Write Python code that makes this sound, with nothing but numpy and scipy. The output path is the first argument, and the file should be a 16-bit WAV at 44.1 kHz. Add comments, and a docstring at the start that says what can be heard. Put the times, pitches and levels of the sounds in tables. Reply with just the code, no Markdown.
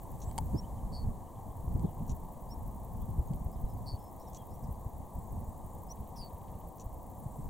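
"""A bunting calls from a dead branch in open country: rising whistles and falling buzzes from its
syrinx, and dry rasping ticks of air through its throat. Other birds twitter in the distance, and a
few small clicks sound close to the microphone. Wind rumbles at the ports and buffets the diaphragm,
over a dull far-off roar, hiss and a faint, regular treble flutter."""
import sys
import numpy as np
from scipy import signal
from scipy.fft import rfft, irfft, next_fast_len
from scipy.io import wavfile

SR = 44100
rng = np.random.default_rng(int(sys.argv[2]) if len(sys.argv) > 2 else 0)


def log_audio(samples):
    """Write samples as a 16-bit WAV file to the path given in sys.argv[1]."""
    # one column per channel
    frames = np.atleast_2d(samples).T
    # limit to full scale, then quantise
    limited = np.clip(frames, -1, 1)
    pcm = np.round(limited * 32767).astype(np.int16)
    wavfile.write(sys.argv[1], SR, pcm)


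N = 330309
T = np.arange(N) / SR


# The bunting's whistles from the branch. Each row: start in seconds, rise and hold in seconds,
# start pitch and top pitch in Hz, peak level in dB.
WHISTLES = [(.546, 0.05, 0.0076, 4520, 5580, -46), (2.483, 0.041, 0.02, 4480, 5600, -51.5),
            (5.883, 0.034, 0.012, 4820, 5890, -44.5)]
def whistles(swell_db=30, sag_db_per_s=600, sag_hz_per_s=6500, waver_hz=25, ease=1.27):
    """Thin notes: growing effort lifts pitch and level together; both sag, and the note stops short."""
    out = np.zeros(N)
    for s, rise, hold, start_hz, top_hz, db in WHISTLES:
        t = T[:int((rise + hold) * SR)]
        slack = np.maximum(1 - t / rise, 0) ** ease
        held = np.maximum(t - rise, 0)
        hz = top_hz - (top_hz - start_hz) * slack - sag_hz_per_s * held
        gain = undb(db - swell_db * slack - sag_db_per_s * held) * voicing(t, release_s=.004)
        add(out, s, gain * syrinx(hz + waver_hz * walk(860, len(t)), overtone_db=-32))
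    return out


# Buzzes from the same perch. Each row: start, attack, hold and fade in seconds, level in dB before
# the beak shapes it, start pitch in Hz, first and last pulse rate in Hz, sweep scale in Hz,
# throb depth from 0 to 1, harshness in Hz.
BUZZES = [(0.92, 0.039, 0.0045, 0.087, -49.5, 4660, 150, 110, 1100, 0.75, 130),
          (3.858, 0.031, 0.01, .075, -47.5, 4700, 145, 112, 1100, 0.8, 130),
          (6.154, .015, 0.061, 0.062, -49, 5770, 230, 125, 560, 0.58, 280)]
# Throat and open beak favour the main tone and a band near its octave.
# Each row: frequency in Hz, gain in dB.
BEAK_RESONANCE = [(3500, -18), (4000, -2), (4350, 6.5), (4900, -1), (5600, -6), (6500, -11), (8400, 17),
                  (9200, -1.5), (10000, 11), (11500, -6)]
def buzzes(end_hz=4434, sink_s=0.042, narrow_s=.085, husk_hz=75, rough=0.089, bend=0.39, upper_gap=.85):
    """Both sides of the syrinx sing quick rising pulses that slow and sink, beating against each other."""
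    out = np.zeros(N)
    for s, attack, hold, fade, db, start_hz, first_rate, last_rate, start_sweep, depth, harsh_hz in BUZZES:
        t = T[:int((attack + hold + fade) * SR)]
        rise_db = 13 * np.maximum(1 - t / attack, 0) ** 1.6
        fade_db = 19 * np.maximum(t - attack - hold, 0) / fade
        gain = undb(db - rise_db - fade_db) * voicing(t, release_s=.012)
        # the voice breaks up for a moment early in the buzz
        scatter_hz = husk_hz + harsh_hz * np.exp(-((t - 0.024) / 0.015) ** 2)
        hz = end_hz + (start_hz - end_hz) * np.exp(-t / sink_s) + scatter_hz * walk(994, len(t))
        sweep = start_sweep * np.exp(-t / narrow_s)
        rate = np.linspace(first_rate, last_rate, len(t)) * (1 + 0.012 * walk(67, len(t)))
        cycle = np.cumsum(rate) / SR % 1
        throb = 1 - depth * np.cos(np.pi * cycle) ** 2
        glide = bend * signal.sawtooth(2 * np.pi * cycle, 4 / 5) / 2
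        lower = syrinx(hz + sweep * (glide + rough * walk(1156, len(t))), overtone_db=-16.5)
        upper = syrinx(hz + sweep * (upper_gap + glide + rough * walk(1150, len(t))), overtone_db=-25)
        # the upper voice peaks an eighth of a pulse later and fades as the sweep narrows
        late_throb = 2 * np.sin(np.pi * (cycle - 1 / 8)) ** 2 * sweep / start_sweep
        add(out, s, gain * (throb * lower + undb(-9) * late_throb * upper))
    return colour(out, BEAK_RESONANCE)


# The bunting's dry ticks. Each row: time of the main attack in seconds, level in dB.
RASPS = [(0.2175, -47.5), (2.094, -47), (4.3471, -46.5), (6.7970, -51)]
# The resonance of its throat. Each row: frequency in Hz, gain in dB.
THROAT_RESONANCE = [(1800, -37), (2800, -16), (4400, -13), (5200, -19), (5700, -0.5), (6100, 1), (6700, 1),
                    (7400, -3.5), (8200, -10.5), (12000, -27)]
def rasps(grain_db=1.5):
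    """Air rushes through the throat: a faint tick, a sharp one, then a short toneless breath."""
    out = np.zeros(N)
    rush = noise(THROAT_RESONANCE) / np.sqrt(2) * undb(grain_db * walk(500))
    for s, db in RASPS:
        lead = undb(-11) * burst(s - .0155, hold_s=0, decay_s=0.011)
        tick = burst(s, hold_s=0, decay_s=0.0033)
        breath = undb(-7) * burst(s, hold_s=0.027, decay_s=0.0028)
        out += undb(db) * rush * np.sqrt(lead ** 2 + tick ** 2 + breath ** 2)
    return out


def syrinx(hz, overtone_db):
    """A bird's voice organ gives a nearly pure tone with a weak octave."""
    phase = 2 * np.pi * np.cumsum(hz) / SR
    return np.sin(phase) + undb(overtone_db) * np.sin(2 * phase)


def voicing(t, release_s, onset_s=0.0051):
    """The voice switches on and off with a quick fade."""
    return np.clip(np.minimum(t / onset_s, (t[-1] - t) / release_s), 0, 1)


# Small clicks close to the microphone. 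Each row: start in seconds, crack level and knock level in dB.
CLICKS = [(0.313, -47.5, -75), (0.3803, -28.5, -31), (0.3844, -45, -42), (0.3857, -31.5, -22.5),
          (1.7950, -50, -66), (3.3357, -49.5, -71)]
# What they ring with. Each row: frequency in Hz, seconds to fall 60 dB, gain in dB on the crack level.
CLICK_MODES = [(2260, 0.015, -15.5), (3230, 0.009, -13), (4630, 0.0082, -10), (7300, 0.023, -15),
               (8200, 0.006, -0.5), (9600, 0.0079, -18)]
def clicks(crack_t60_s=0.011, grit=0.19, knock_hz=886, knock_t60_s=0.025, knock_rise_s=0.00076):
    """A gritty crack, scattered differently to each ear, with short bright modes over a hollow knock."""
    out, t = np.zeros((2, N)), T[:SR // 20]
    fade = -np.log(1000) * t
    ring = sum(undb(db) * np.exp(fade / t60) * np.sin(2 * np.pi * hz * t) for hz, t60, db in CLICK_MODES)
    knock = np.sin(2 * np.pi * knock_hz * t) * np.exp(fade / knock_t60_s)
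    knock *= 1 - np.exp(-t / knock_rise_s)
    for s, crack_db, knock_db in CLICKS:
        white = rng.standard_normal((2, len(t)))
        crack = np.array([colour(ear, [(1000, -4), (9000, 13), (15000, -5)]) for ear in white])
        crack *= np.exp(fade / crack_t60_s)
        add(out, s, undb(crack_db) * (ring + grit * crack) + undb(knock_db) * pan(knock, db=4))
    return out


# Wind right on the microphone. Each row: time in seconds, strength in dB.
WIND_STRENGTH = [(0, -46), (.55, -34.5), (.68, -43), (1.1, -40), (1.33, -50), (1.62, -44.5), (1.83, -31),
                 (1.94, -49.5), (2.12, -36.5), (2.25, -45.5), (3.12, -40.5), (3.22, -35), (3.55, -41.5),
                 (3.94, -39), (4.02, -49), (4.7, -44.5), (5.1, -48.5), (5.3, -36.5), (5.48, -46),
                 (7.15, -48), (7.49, -40.5)]
# The colour of its rumble. Each row: frequency in Hz, relative level in dB.
WIND_COLOUR = [(10, -9), (25, 0), (45, 2), (90, -0.5), (150, -5.5), (220, -9.5), (310, -24), (450, -31.5),
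               (800, -42), (2000, -69)]
def wind(trim_db=-0.5, eddy_db=3.0, lull_db=1.5):
    """Rumble broken up by lulls and eddies; strong gusts add a rougher upper edge."""
    db = curve(WIND_STRENGTH)
    gust = undb(db + trim_db + eddy_db * walk(45) + lull_db * walk(11))
    edge = ports([(80, -14), (220, 1.5), (450, -5.0), (900, -26.5), (2500, -81)])
    return gust * (stereo_noise(WIND_COLOUR) + undb(db - db.max() - 17) * edge)


# Single hard buffets on the microphone. Each row: centre in seconds, thump level in dB, pitch in Hz,
# half width in seconds, rough edge in dB relative to the thump.
BUFFETS = [(0.28, -31.5, 103, 0.009, -31), (.550, -28.5, 136.5, 0.016, -6.5),
           (1.681, -23.5, 76.5, 0.0043, -20), (1.849, -23.5, 153, .011, -11),
           (2.005, -29.5, 162, 0.008, -26), (2.122, -29, 60.5, 0.018, -24), (3.196, -20, 95, 0.011, -19.5),
           (3.311, -23, 131, 0.0051, -27), (3.464, -26.5, 96, 0.0061, -34), (3.647, -32, 55, 0.016, -35),
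           (3.944, -26.5, 71.5, 0.0083, -23), (4.715, -31, 58.6, 0.011, -35), (6.346, -34.5, 70, 0.01, -29),
           (6.867, -29.5, 68, 0.0057, -27), (7.266, -29.5, 139, 0.0077, -22), (7.397, -34, 149, 0.01, -16)]
def buffets():
    """A hard eddy shakes the diaphragm for a cycle or two and tears into finer turbulence."""
    out = np.zeros((2, N))
    edge = ports([(120, -16), (280, 9.5), (450, -2.5), (800, -19.0), (2000, -68)])
    for s, db, hz, half_width, edge_db in BUFFETS:
        on = np.abs(T - s) < 4 * half_width
        t = T[on] - s
        phase = 2 * np.pi * np.cumsum(hz * (1 + .2 * walk(192, len(t)))) / SR
        thump = np.cos(phase - phase[len(t) // 2])
        out[:, on] += undb(db) * np.exp(-(t / half_width) ** 2) * (thump + undb(edge_db) * edge[:, on])
    return out


def ports(points):
    """Turbulence that is unrelated at the two microphone ports."""
    return np.array([noise(points), noise(points)])


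# Birds far from the microphone. Each row: start and length in seconds, start and end pitch in Hz,
# level in dB, roughness in Hz.
FAR_NOTES = [ (0.234, .09, 7750, 7550, -59.5, 200), (0.295, 0.016, 2800, 3350, -69, 60),
             (0.64, .018, 2760, 3300, -67.5, 60), (.783, .016, 2830, 3300, -72, 60),
             (1.802, 0.14, 3910, 2920, -75.5, 290), (2.995, 0.055, 2950, 3650, -77, 110),
             (3.263, 0.032, 6680, 6430, -67, 40), (3.515, .045, 5350, 4900, -74, 150),
             (3.676, .065, 5450, 4950, -75, 120), (3.972, .075, 5100, 5400, -73, 30),
             (4.02, 0.095, 5270, 5150, -73, 45), (4.156, 0.22, 4270, 3090, -78, 190),
             (4.185, 0.061, 5200, 5900, -68.5, 270), (4.265, 0.029, 5700, 5100, -65, 130),
             (4.354, 0.085, 3340, 3150, -66.5, 20), (4.487, .090, 4940, 6040, -73, 220),
             (4.626, 0.032, 6230, 5600, -68, 730)]
# Twittering further out. 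Each row: start and end in seconds, notes per second, lowest and highest
# start pitch in Hz, mean ratio of end pitch to start pitch, level in dB.
TWITTER = [(0.452, 1.59, 7.7, 2700, 2850, 1.25, -77.5), (3.399, 4.748, 30, 2950, 5010, .9, -81.5),
           (5.105, 5.801, 90, 6140, 9000, 1.1, -72), (7.155, 7.446, 100, 6570, 8900, 1.16, -70)]
def far_birds(chip_s=0.025, glide_spread=0.27):
    """Distinct far notes, and spells of short random chips."""
    out = np.zeros(N)
    for s, *note in FAR_NOTES:
        add(out, s, far_note(*note))
    for start, end, rate, low_hz, high_hz, glide, db in TWITTER:
        for when, pitch, slope in rng.random((int(rate * (end - start)), 3)):
            hz = low_hz + pitch * (high_hz - low_hz)
            end_hz = hz * (glide + glide_spread * (slope - .5))
            add(out, start + when * (end - start), far_note(chip_s, hz, end_hz, db, rough_hz=100))
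    return out


def far_note(length, start_hz, end_hz, db, rough_hz, arch=0.016):
    """One faint, slightly arched glide, pure or hoarse."""
    size = int(length * SR)
    bow = 1 + arch * np.sin(np.linspace(0, np.pi, size))
    waver = rough_hz * (walk(1500, size) + walk(50, size) / 2)
    hz = np.linspace(start_hz, end_hz, size) * bow + waver
    return undb(db) * signal.windows.tukey(size, .7) * syrinx(hz, overtone_db=-46)


# Dry chatter in the distance. Each row: start and end in seconds, ticks per second, level in dB.
CHATTER = [(1.98, 2.41, 26, -76.5), (5.949, 6.65, 24, -77)]
def chatter(uneven_db=3):
    """Soft, uneven runs of toneless ticks."""
    out = np.zeros(N)
    grain = noise([(1500, -10), (2800, 2.5), (3800, -1.5), (6000, -20), (12000, -45)])
    for start, end, rate, db in CHATTER:
        on = (T > start) & (T < end)
        size = on.sum()
        beat = np.pi * np.cumsum(rate * (1 + 0.315 * walk(20.7, size))) / SR
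        out[on] += grain[on] * np.sin(beat) ** 8 * undb(db + uneven_db * walk(30, size))
    return out


def trees(x, wet_db, t60_s):
    """Faint scatter from branches and ground, different in each ear."""
    t = T[:SR // 2]
    tail = rng.standard_normal((2, len(t))) * np.exp(-np.log(1000) * t / t60_s) * (t > .004)
    tail /= np.sqrt(np.sum(tail ** 2, axis=1, keepdims=True))
    return x + undb(wet_db) * signal.fftconvolve(x[None], tail, axes=1)[:, :N]


# A roar far off across the country. Each row: frequency in Hz, relative level in dB.
ROAR_COLOUR = [(20, 4.5), (100, -12.5), (200, -1.5), (320, -3), (410, -6.5), (480, -2), (580, -4), (720, 0),
               (920, -0.5), (1060, -4), (1200, -14), (1420, -37.5), (1800, -53)]
def far_roar(level_db=-51, swell_db=0.02):
    """Dull, steady noise, a little to the left."""
    return pan(stereo_noise(ROAR_COLOUR) * undb(level_db + swell_db * walk(3.16)), db=2.5)


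# The hiss behind the birds. Each row: frequency in Hz, relative level in dB.
HISS_COLOUR = [(900, 5), (1400, -8), (1650, 0), (2100, -3), (2550, -11), (3200, -7.5), (4400, -8.5),
               (5200, -12), (6000, -4.5), (7000, 0.5), (8300, 1), (10500, -1.5), (15500, -0.5)]
# Its slow drift. Each row: time in seconds, gain in dB.
HISS_SWELL = [(0, 2.5), (.5, 3), (1.2, 0.5), (4.6, 0.5), (5.3, 0), (5.8, 0.5), (6.1, 0.5), (6.9, -0.5),
              (7.49, 1)]
def hiss(level_db=-65):
    """Faint broad noise that swells and sinks."""
    return pan(stereo_noise(HISS_COLOUR) * undb(level_db + curve(HISS_SWELL)), db=-0.5)


# A treble flutter, right of centre. Each row: time in seconds, base level in dB.
FLUTTER_LEVEL = [(0, -61.5), (.5, -63.5), (.7, -85), (1.4, -72), (1.5, -64.5), (2.5, -63), (7.49, -63.5)]
# Its colour. Each row: frequency in Hz, relative level in dB.
FLUTTER_COLOUR = [(4000, -58), (7000, -17), (10000, -6.5), (13000, -3), (15000, 2.5), (16000, 0)]
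# Its rhythm. Each row: place in the cycle from 0 to 1, half width in cycles, gain in dB.
FLUTTER_BEATS = [(.22, .03, 6), (.39, 0.062, 6.5), (.82, 0.055, 4)]
def flutter(cycle_hz=11.72):
    """High hiss pulses in a limping rhythm: a quick pair, then a single."""
    cycle = cycle_hz * T % 1
    pulses = sum(undb(db) * np.exp(-((cycle - place) / width) ** 2) for place, width, db in FLUTTER_BEATS)
    unsteady = undb(3 * np.tanh(walk(60)))
    return pan(noise(FLUTTER_COLOUR) * pulses * unsteady * undb(curve(FLUTTER_LEVEL)), db=-3)


# Stereo width of the background noise by band, narrowing to mono in the low treble.
# Each row: frequency in Hz, side minus mid in dB.
STEREO_WIDTH = [(40, -8.5), (140, -9), (300, -4), (550, -13), (1000, -13.5), (4500, -62), (8000, -8.5),
                (14000, -1)]
def stereo_noise(points):
    """Coloured noise, wider in some bands than in others."""
    return noise(points) + colour(noise(points), STEREO_WIDTH) * np.array([[1], [-1]])


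def undb(db):
    """Decibels to gain."""
    return 10 ** (np.asarray(db) / 20)


def curve(rows):
    """(Seconds, value) points joined by straight lines."""
    return np.interp(T, *np.transpose(rows))


def colour(x, points):
    """Filter by (Hz, dB) points on a log-frequency axis."""
    hz, db = np.transpose(points)
    size = next_fast_len(len(x))
    bins_hz = np.maximum(np.arange(size // 2 + 1) * SR / size, 1)
    gain = undb(np.interp(np.log(bins_hz), np.log(hz), db))
    return irfft(rfft(x, size) * gain, size)[:len(x)]


def noise(points):
    """Coloured noise of rms 1."""
    x = colour(rng.standard_normal(N), points)
    return x / x.std()


def walk(rate, size=N):
    """Smooth random wandering with spread near 1."""
    step = np.arange(size) * rate / SR
    knots = rng.standard_normal(int(step[-1]) + 2)
    return np.sqrt(3 / 2) * np.interp(step, np.arange(len(knots)), knots)


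def burst(s, hold_s, decay_s):
    """An envelope that opens at s, holds and dies away."""
    return (T >= s) * np.exp(-np.clip((T - s - hold_s) / decay_s, 0, 20))


def pan(x, db):
    """Place a sound; db is left minus right."""
    return x * undb(np.array([[db], [-db]]) / 2)


def add(out, s, x):
    """Mix x into out from time s."""
    i = max(int(s * SR), 0)
    out[..., i:i + x.shape[-1]] += x[..., :N - i]


def scene():
    """The bunting, close clicks and far birds over wind, far roar, hiss and a faint treble flutter."""
    background = wind() + buffets() + far_roar() + hiss() + flutter()
    bunting = trees(whistles() + buzzes() + rasps(), wet_db=-24, t60_s=0.078)
    distant_birds = trees(far_birds() + chatter(), wet_db=-9, t60_s=.25)
    return pan(bunting, db=0.7) + clicks() + distant_birds + background


def record(dry):
    """The recorder cuts the top steeply."""
    top_hz = 15750
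    return signal.sosfilt(signal.ellip(10, .1, 70, top_hz, fs=SR, output="sos"), dry)


dry = scene()
out = record(dry)
log_audio(out)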